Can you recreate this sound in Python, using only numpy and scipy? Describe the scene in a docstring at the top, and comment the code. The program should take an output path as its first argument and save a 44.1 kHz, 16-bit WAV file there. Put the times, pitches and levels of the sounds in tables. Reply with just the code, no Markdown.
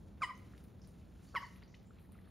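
"""A faint, steady low rumble and a soft hiss of leaves hang over a quiet pond.
A duck gives two short peeps, each opening with a rasp and sliding down in pitch: a tone shaped
by its throat and bill. The water mirrors the peeps, the bank echoes them and they die away
under the trees. Small splashes, ticks and rustles come off the water, and later a few
thin whistles sound faintly."""
import sys
import numpy as np
from scipy import signal
from scipy.fft import rfft, irfft
from scipy.io import wavfile

SR = 44100
rng = np.random.default_rng(int(sys.argv[2]) if len(sys.argv) > 2 else 0)


def unload_wav(signal):
    """Save mono or channel-first audio to the path in sys.argv[1] as 16-bit WAV at rate SR, clipped to [-1, 1]."""
    wavfile.write(
        sys.argv[1],
        SR,
        np.round(np.clip(np.atleast_2d(signal).T, -1, 1) * 32767).astype(np.int16),
    )


N = 101429
TIME = np.arange(N) / SR
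FREQS = np.fft.rfftfreq(N, 1 / SR)


def from_db(db):
    """Turn decibels into a number to multiply a sound by."""
    return 10 ** (np.asarray(db) / 20)


def unit_level(x):
    """Scale a sound to an average (rms) level of 1."""
    return x / np.sqrt(np.mean(x ** 2) + 1e-20)


def over_time(rows):
    """Join a table's points with lines: one curve for each column after the time."""
    times, *columns = np.transpose(rows)
    return [np.interp(TIME, times, column) for column in columns]


def gain_at(colour, hz):
    """How strong a colour (a table of levels from low to high) is at these frequencies."""
    points_hz, db = np.transpose(colour)
    return from_db(np.interp(np.log(np.maximum(hz, 1)), np.log(points_hz), db))


def shaped_noise(gains):
    """Noise with each frequency turned up or down by its gain, at level 1."""
    return unit_level(irfft(rfft(rng.standard_normal(N)) * gains, N))


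def noise(colour):
    """Noise of a given colour."""
    return shaped_noise(gain_at(colour, FREQS))


def noise_band(hz, octaves):
    """Noise that is strongest at one frequency and fades to either side."""
    away = np.log2(np.maximum(FREQS, 1) / hz) / octaves
    return shaped_noise(np.exp(-away ** 2 / 2))


def drift(rate_hz):
    """A smooth random wobble; a higher rate wobbles faster."""
    return shaped_noise(1 / (1 + (FREQS / rate_hz) ** 2))


def burst(at_s, rise_s, fall_s):
    """A loudness curve that swells to 1 at the given time and dies away."""
    return np.exp(-np.maximum((at_s - TIME) / rise_s, (TIME - at_s) / fall_s))


def delayed(x, lag_s):
    """The same sound, arriving later."""
    return np.interp(TIME - lag_s, TIME, x, left=0)


def stereo(mid, side):
    """Left and right, from the part they share (mid) and the part that sets them apart (side)."""
    return np.array([mid + side, mid - side])


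# Colour of the rumble's shared part and of its side part: (frequency [Hz], level [dB])
RUMBLE_COLOUR = [(15, -34), (24, -32), (35, -15), (55, -0.5), (85, 1), (135, -6.5), (185, -3), (270, -13),
                 (450, -19.5), (750, -26.5), (1300, -36), (3000, -59.5)]
RUMBLE_SIDE_COLOUR = [(15, -26), (35, -7), (65, 1.5), (130, -3), (185, 5.5), (300, -8.5), (600, -8.5),
                      (1000, -15), (1600, -44), (3000, -72)]
# Loudness of the shared part: (time [s], level [dB])
RUMBLE_LEVEL = [(0, -54.5), (.7, -55.5), (1.2, -57), (1.6, -57), (2.3, -57)]

def rumble():
    """A low, nearly steady rumble from far away."""
    mid = from_db(over_time(RUMBLE_LEVEL)[0]) * noise(RUMBLE_COLOUR)
    side = from_db(-67.5) * noise(RUMBLE_SIDE_COLOUR)
    return stereo(mid, side)


# Colour of the leaves' hiss and of a higher hiss above it: (frequency [Hz], level [dB])
LEAF_COLOUR = [(300, -9), (1300, 4.5), (2200, 1.5), (4200, -2), (5000, -11.5), (7000, -19.5), (9000, -8.5),
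               (11500, -15.5), (14500, -12), (16000, -33)]
HIGH_HISS_COLOUR = [(3000, -9), (5000, 1), (7000, 0.5), (9500, -0.5), (11500, -11.5), (15000, -14)]
# Loudness of each: (time [s], level [dB])
LEAF_LEVEL = [(0, -78.5), (.55, -74.5), (.73, -79), (.88, -77.5), (1.1, -78.5), (1.3, -74.5), (1.55, -73.5),
              (1.7, -78), (2.05, -78), (2.3, -76)]
HIGH_HISS_LEVEL = [(0, -82), (.17, -86), (.4, -78.5), (.6, -80), (.75, -86), (.9, -80.5), (1.12, -83.5),
                   (1.3, -78), (1.55, -78), (1.68, -95), (1.95, -90.5), (2.3, -91.5)]

def leaves(flicker_db=2):
    """Leaves hiss softly, in two layers that each flicker in loudness."""
    hiss = stereo(noise(LEAF_COLOUR), from_db(-26) * noise(LEAF_COLOUR))
    hiss_db = over_time(LEAF_LEVEL)[0] + flicker_db * drift(rate_hz=64)
    high_db = over_time(HIGH_HISS_LEVEL)[0] + flicker_db * drift(rate_hz=54)
    return hiss * from_db(hiss_db) + noise(HIGH_HISS_COLOUR) * from_db(high_db)


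# The rasp before each peep: (time [s], level [dB])
RASPS = [(0.214, -48.5), (1.348, -45.5)]
# Its colour: (frequency [Hz], level [dB])
RASP_COLOUR = [(200, -9.5), (550, 0), (800, -9), (1350, 1.5), (1800, -15), (3000, -36), (6000, -31.5),
               (15000, -47)]

def rasps():
    """A brief, rough puff of noise as the duck's bill opens."""
    loudness = sum(from_db(db) * burst(s, rise_s=0.0036, fall_s=0.0081) for s, db in RASPS)
    return noise(RASP_COLOUR) * loudness


# The course of each peep, before the throat shapes it: (time [s], pitch [Hz], level [dB])
FIRST_PEEP = [(0.2175, 1281, -64), (0.2193, 1283, -36), (0.225, 1168, -30.5), (0.231, 1098, -30),
              (0.237, 1019, -29.5), (0.248, 965.6, -36), (0.251, 962, -44), (0.258, 1040, -61)]
SECOND_PEEP = [(1.35, 1361, -54), (1.3521, 1343, -32.5), (1.354, 1370, -55), (1.359, 1118, -31),
               (1.365, 1045, -30), (1.371, 978, -31.5), (1.38, 912, -41.5), (1.387, 856, -59.5)]
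# How the throat and bill boost or weaken the tone: (frequency [Hz], gain [dB])
THROAT = [(880, -7), (1200, -0.5), (1550, 12), (1900, -1.5), (2150, -7.5), (2500, -10), (2700, -16),
          (2920, -9.5), (3350, -25.5), (3750, -32.5), (4400, -27), (5000, -23), (5500, -30.5), (6100, -45),
          (7500, -54), (8500, -37), (10000, -52), (15000, -69)]
# Colour of the breath, one list for each peep: (frequency [Hz], level [dB])
BREATH_COLOURS = [
    [(500, -14), (1400, 7.5), (3000, 3.5), (4800, -7), (6300, -17), (7500, 3), (8500, 6), (9400, -12),
     (11500, -32), (15500, -16)],
    [(500, -12), (1400, 0), (3000, 9), (4800, 2), (6300, -4), (8500, -10), (10500, -3.5), (13000, -2),
     (15500, -13)],
]
# One row for each peep: (delay off the water [s], strength off the water [0-1], breath level [dB])
REFLECTION_AND_BREATH = [(.00573, 0.45, -26.5), (.00534, 0.52, -32.5)]

def peeps(pitch_wobble=0.0117, level_wobble_db=0.5, wobble_hz=560):
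    """A shaky, breathy tone slides down through the duck's throat and mixes with its reflection."""
    sound = np.zeros(N)
    calls = zip((FIRST_PEEP, SECOND_PEEP), BREATH_COLOURS, REFLECTION_AND_BREATH)
    for course, breath_colour, (lag_s, reflection, breath_db) in calls:
        hz, db = over_time(course)
        hz = hz * (1 + pitch_wobble * drift(wobble_hz))
        phase = 2 * np.pi * np.cumsum(hz) / SR
        # The tone is 12 pure waves, at whole multiples of the pitch.
        tone = sum(gain_at(THROAT, k * hz) * np.sin(k * phase) for k in range(1, 13))
        puffs = 1 + np.cos(phase)  # one puff of breath for each vibration
        breath = from_db(breath_db) * noise(breath_colour) * puffs
        loudness = from_db(db + level_wobble_db * drift(wobble_hz))
        sounding = (TIME > course[0][0]) & (TIME < course[-1][0])
        voice = (tone + breath) * loudness * sounding
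        sound += voice + reflection * delayed(voice, lag_s)
    return sound


# Sound lingering under the trees: (frequency [Hz], relative level [dB], time to fade by 60 dB [s])
TREE_BANDS = [(496, -1.5, 0.96), (1070, -1, 0.44), (2120, -1.5, 0.53), (3130, 1.5, 0.39), (4750, 5.5, 0.36),
              (8500, 9.5, 0.18), (14100, 10, 0.52)]

def trees(x, level_db=-10.5, build_s=0.0025, side_db=-7):
    """Sound scatters off leaves and branches, and each band of frequencies fades at its own speed."""
    t = TIME[:SR]
    log_hz = np.log(np.fft.rfftfreq(SR, 1 / SR) + 1)
    log_centres = np.log([row[0] for row in TREE_BANDS])
    white = rfft(rng.standard_normal((2, SR)))
    tails = 0  # what the trees send back from one click, as mid and side
    for this_band, (_, db, fade_s) in zip(np.eye(len(TREE_BANDS)), TREE_BANDS):
        band = irfft(white * np.interp(log_hz, log_centres, this_band), SR)
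        fade = from_db(-60 * t / fade_s) * (1 - np.exp(-t / build_s))
        tails += from_db(level_db + db) * band * fade / np.linalg.norm(fade)
    mid, side = (signal.fftconvolve(x, tail)[:N] for tail in tails)
    return stereo(mid, from_db(side_db) * side)


# Echoes off the bank: (delay [s], level [dB], left louder than right by [dB])
BANK_ECHOES = [(.031, -31.5, 1), (.052, -24, 3), (.071, -12.5, 1)]

def bank_echoes(x, dull_above_hz=1300, smear_s=0.0034, scatter=0.45):
    """The overgrown bank sends back a few dull, partly smeared echoes."""
    dull = signal.sosfilt(signal.butter(1, dull_above_hz, fs=SR, output="sos"), x + 1e-18)
    smear = rng.standard_normal(SR // 10) * np.exp(-TIME[:SR // 10] / smear_s)
    smeared = signal.fftconvolve(dull, smear / np.linalg.norm(smear))[:N]
    echo = np.sqrt(1 - scatter ** 2) * dull + scatter * smeared
    return sum(from_db([[db + pan / 2], [db - pan / 2]]) * delayed(echo, s) for s, db, pan in BANK_ECHOES)


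# Small splashes: (time [s], level [dB], centre frequency [Hz], width [octaves], fade time [s])
SPLASHES = [(.354, -63, 6250, .2, .002), (0.536, -61, 1490, 0.36, 0.0059), (.55, -64, 1570, .5, 0.0042),
            (0.579, -64, 2480, 0.82, 0.0032), (0.797, -68, 890, 0.74, 0.0038),
            (.818, -64.5, 5300, 0.16, 0.004), (1.014, -74.5, 2530, 0.35, 0.013),
            (1.56, -63, 2500, 0.55, 0.0037), (1.622, -63, 1630, 0.77, 0.0096),
            (1.627, -63.5, 2440, 0.43, 0.005), (1.636, -59, 4650, 0.12, 0.0017),
            (1.679, -66.5, 5840, 0.092, 0.0036), (1.742, -61, 1920, 0.11, .004),
            (1.745, -59, 2940, 0.31, 0.0044), (1.751, -64, 4060, 0.66, 0.0025),
            (1.908, -56.5, 1257, 0.15, 0.0031), (1.966, -69.5, 1570, 0.38, 0.0093),
            (1.985, -66, 2770, 0.37, 0.0055), (2.05, -71.5, 1950, 0.18, 0.0048),
            (2.092, -66, 920, 0.15, 0.0036), (2.146, -69, 2300, 0.24, 0.005),
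            (2.153, -63, 1300, 0.15, 0.0058), (2.188, -64, 1860, 0.17, 0.0039),
            (2.275, -68, 1330, 0.32, .007)]

def splashes(rise_s=0.00058):
    """Dabbling in the water: each splash is a short spatter with a colour of its own."""
    return sum(from_db(db) * noise_band(hz, octaves) * burst(s, rise_s, fall_s)
               for s, db, hz, octaves, fall_s in SPLASHES)


# Tiny dry ticks: (time [s], level [dB])
TICKS = [(0.377, -60), (0.578, -62), (0.64, -58.5), (0.874, -60.5), (1.487, -71), (1.829, -67),
         (1.997, -63), (2.121, -58)]
# Their colour: (frequency [Hz], level [dB])
TICK_COLOUR = [(1000, 5), (4000, -3), (6500, -17), (9000, 7), (12000, -2.5), (15500, -5)]

def ticks():
    """Very short, bright snaps of noise."""
    loudness = sum(from_db(db) * burst(s, rise_s=0.0003, fall_s=0.0011) for s, db in TICKS)
    return noise(TICK_COLOUR) * loudness


# High rustles: (time [s], level [dB], centre frequency [Hz], width [octaves], fade time [s])
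RUSTLES = [(.585, -82, 10200, .3, 0.062), (.84, -75, 5160, 0.45, 0.037), (1.24, -73.5, 7400, .5, 0.036),
           (1.29, -74, 5400, 0.51, .04), (1.42, -70, 5040, 0.4, 0.1), (1.566, -75, 10900, 0.14, 0.012),
           (1.7, -78.5, 5430, 0.32, 0.14), (1.868, -79, 7600, 0.11, 0.06), (2.015, -79, 10500, 0.35, 0.072),
           (2.19, -84, 10500, 0.22, 0.052), (2.29, -78, 9600, 0.14, .03)]

def rustles(rise_s=0.015, grain_db=2.5):
    """Water and leaves rustle in soft swells; a fast flicker makes them grainy."""
    swells = sum(from_db(db) * noise_band(hz, octaves) * burst(s, rise_s, fall_s)
                 for s, db, hz, octaves, fall_s in RUSTLES)
    return swells * from_db(grain_db * drift(rate_hz=270))


# Faint whistles: (time [s], level [dB], pitch [Hz], fade time [s])
WHISTLES = [(1.278, -73.5, 4540, 0.055), (1.451, -63.5, 4500, 0.013), (2.27, -82, 4420, .03)]

def whistles(rise_s=0.0033):
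    """Thin whistles, perhaps a far bird: noise so narrow that it sounds like a wavering note."""
    return sum(from_db(db) * noise_band(hz, octaves=0.016) * burst(s, rise_s, fall_s)
               for s, db, hz, fall_s in WHISTLES)


def scene():
    """The whole pond; only the duck, the splashes and the ticks echo."""
    near = rasps() + peeps() + splashes() + ticks()
    return rumble() + leaves() + near + trees(near) + bank_echoes(near) + rustles() + whistles()


def record(dry, flip_hz=8276, width_hz=1490, edge_hz=400, cutoff_hz=15700):
    """The right microphone turns the wave upside down in one high band; the very top is cut off."""
    inside_hz = width_hz / 2 - np.abs(FREQS - flip_hz)
    flip = np.clip(0.5 + inside_hz / edge_hz, 0, 1)  # 0 outside the band, 1 inside
    right = irfft(rfft(dry[1]) * np.exp(1j * np.pi * flip), N)
    top_cut = signal.ellip(10, 0.1, 70, cutoff_hz, fs=SR, output="sos")
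    return signal.sosfilt(top_cut, [dry[0], right])


dry = scene()
out = record(dry)
unload_wav(out)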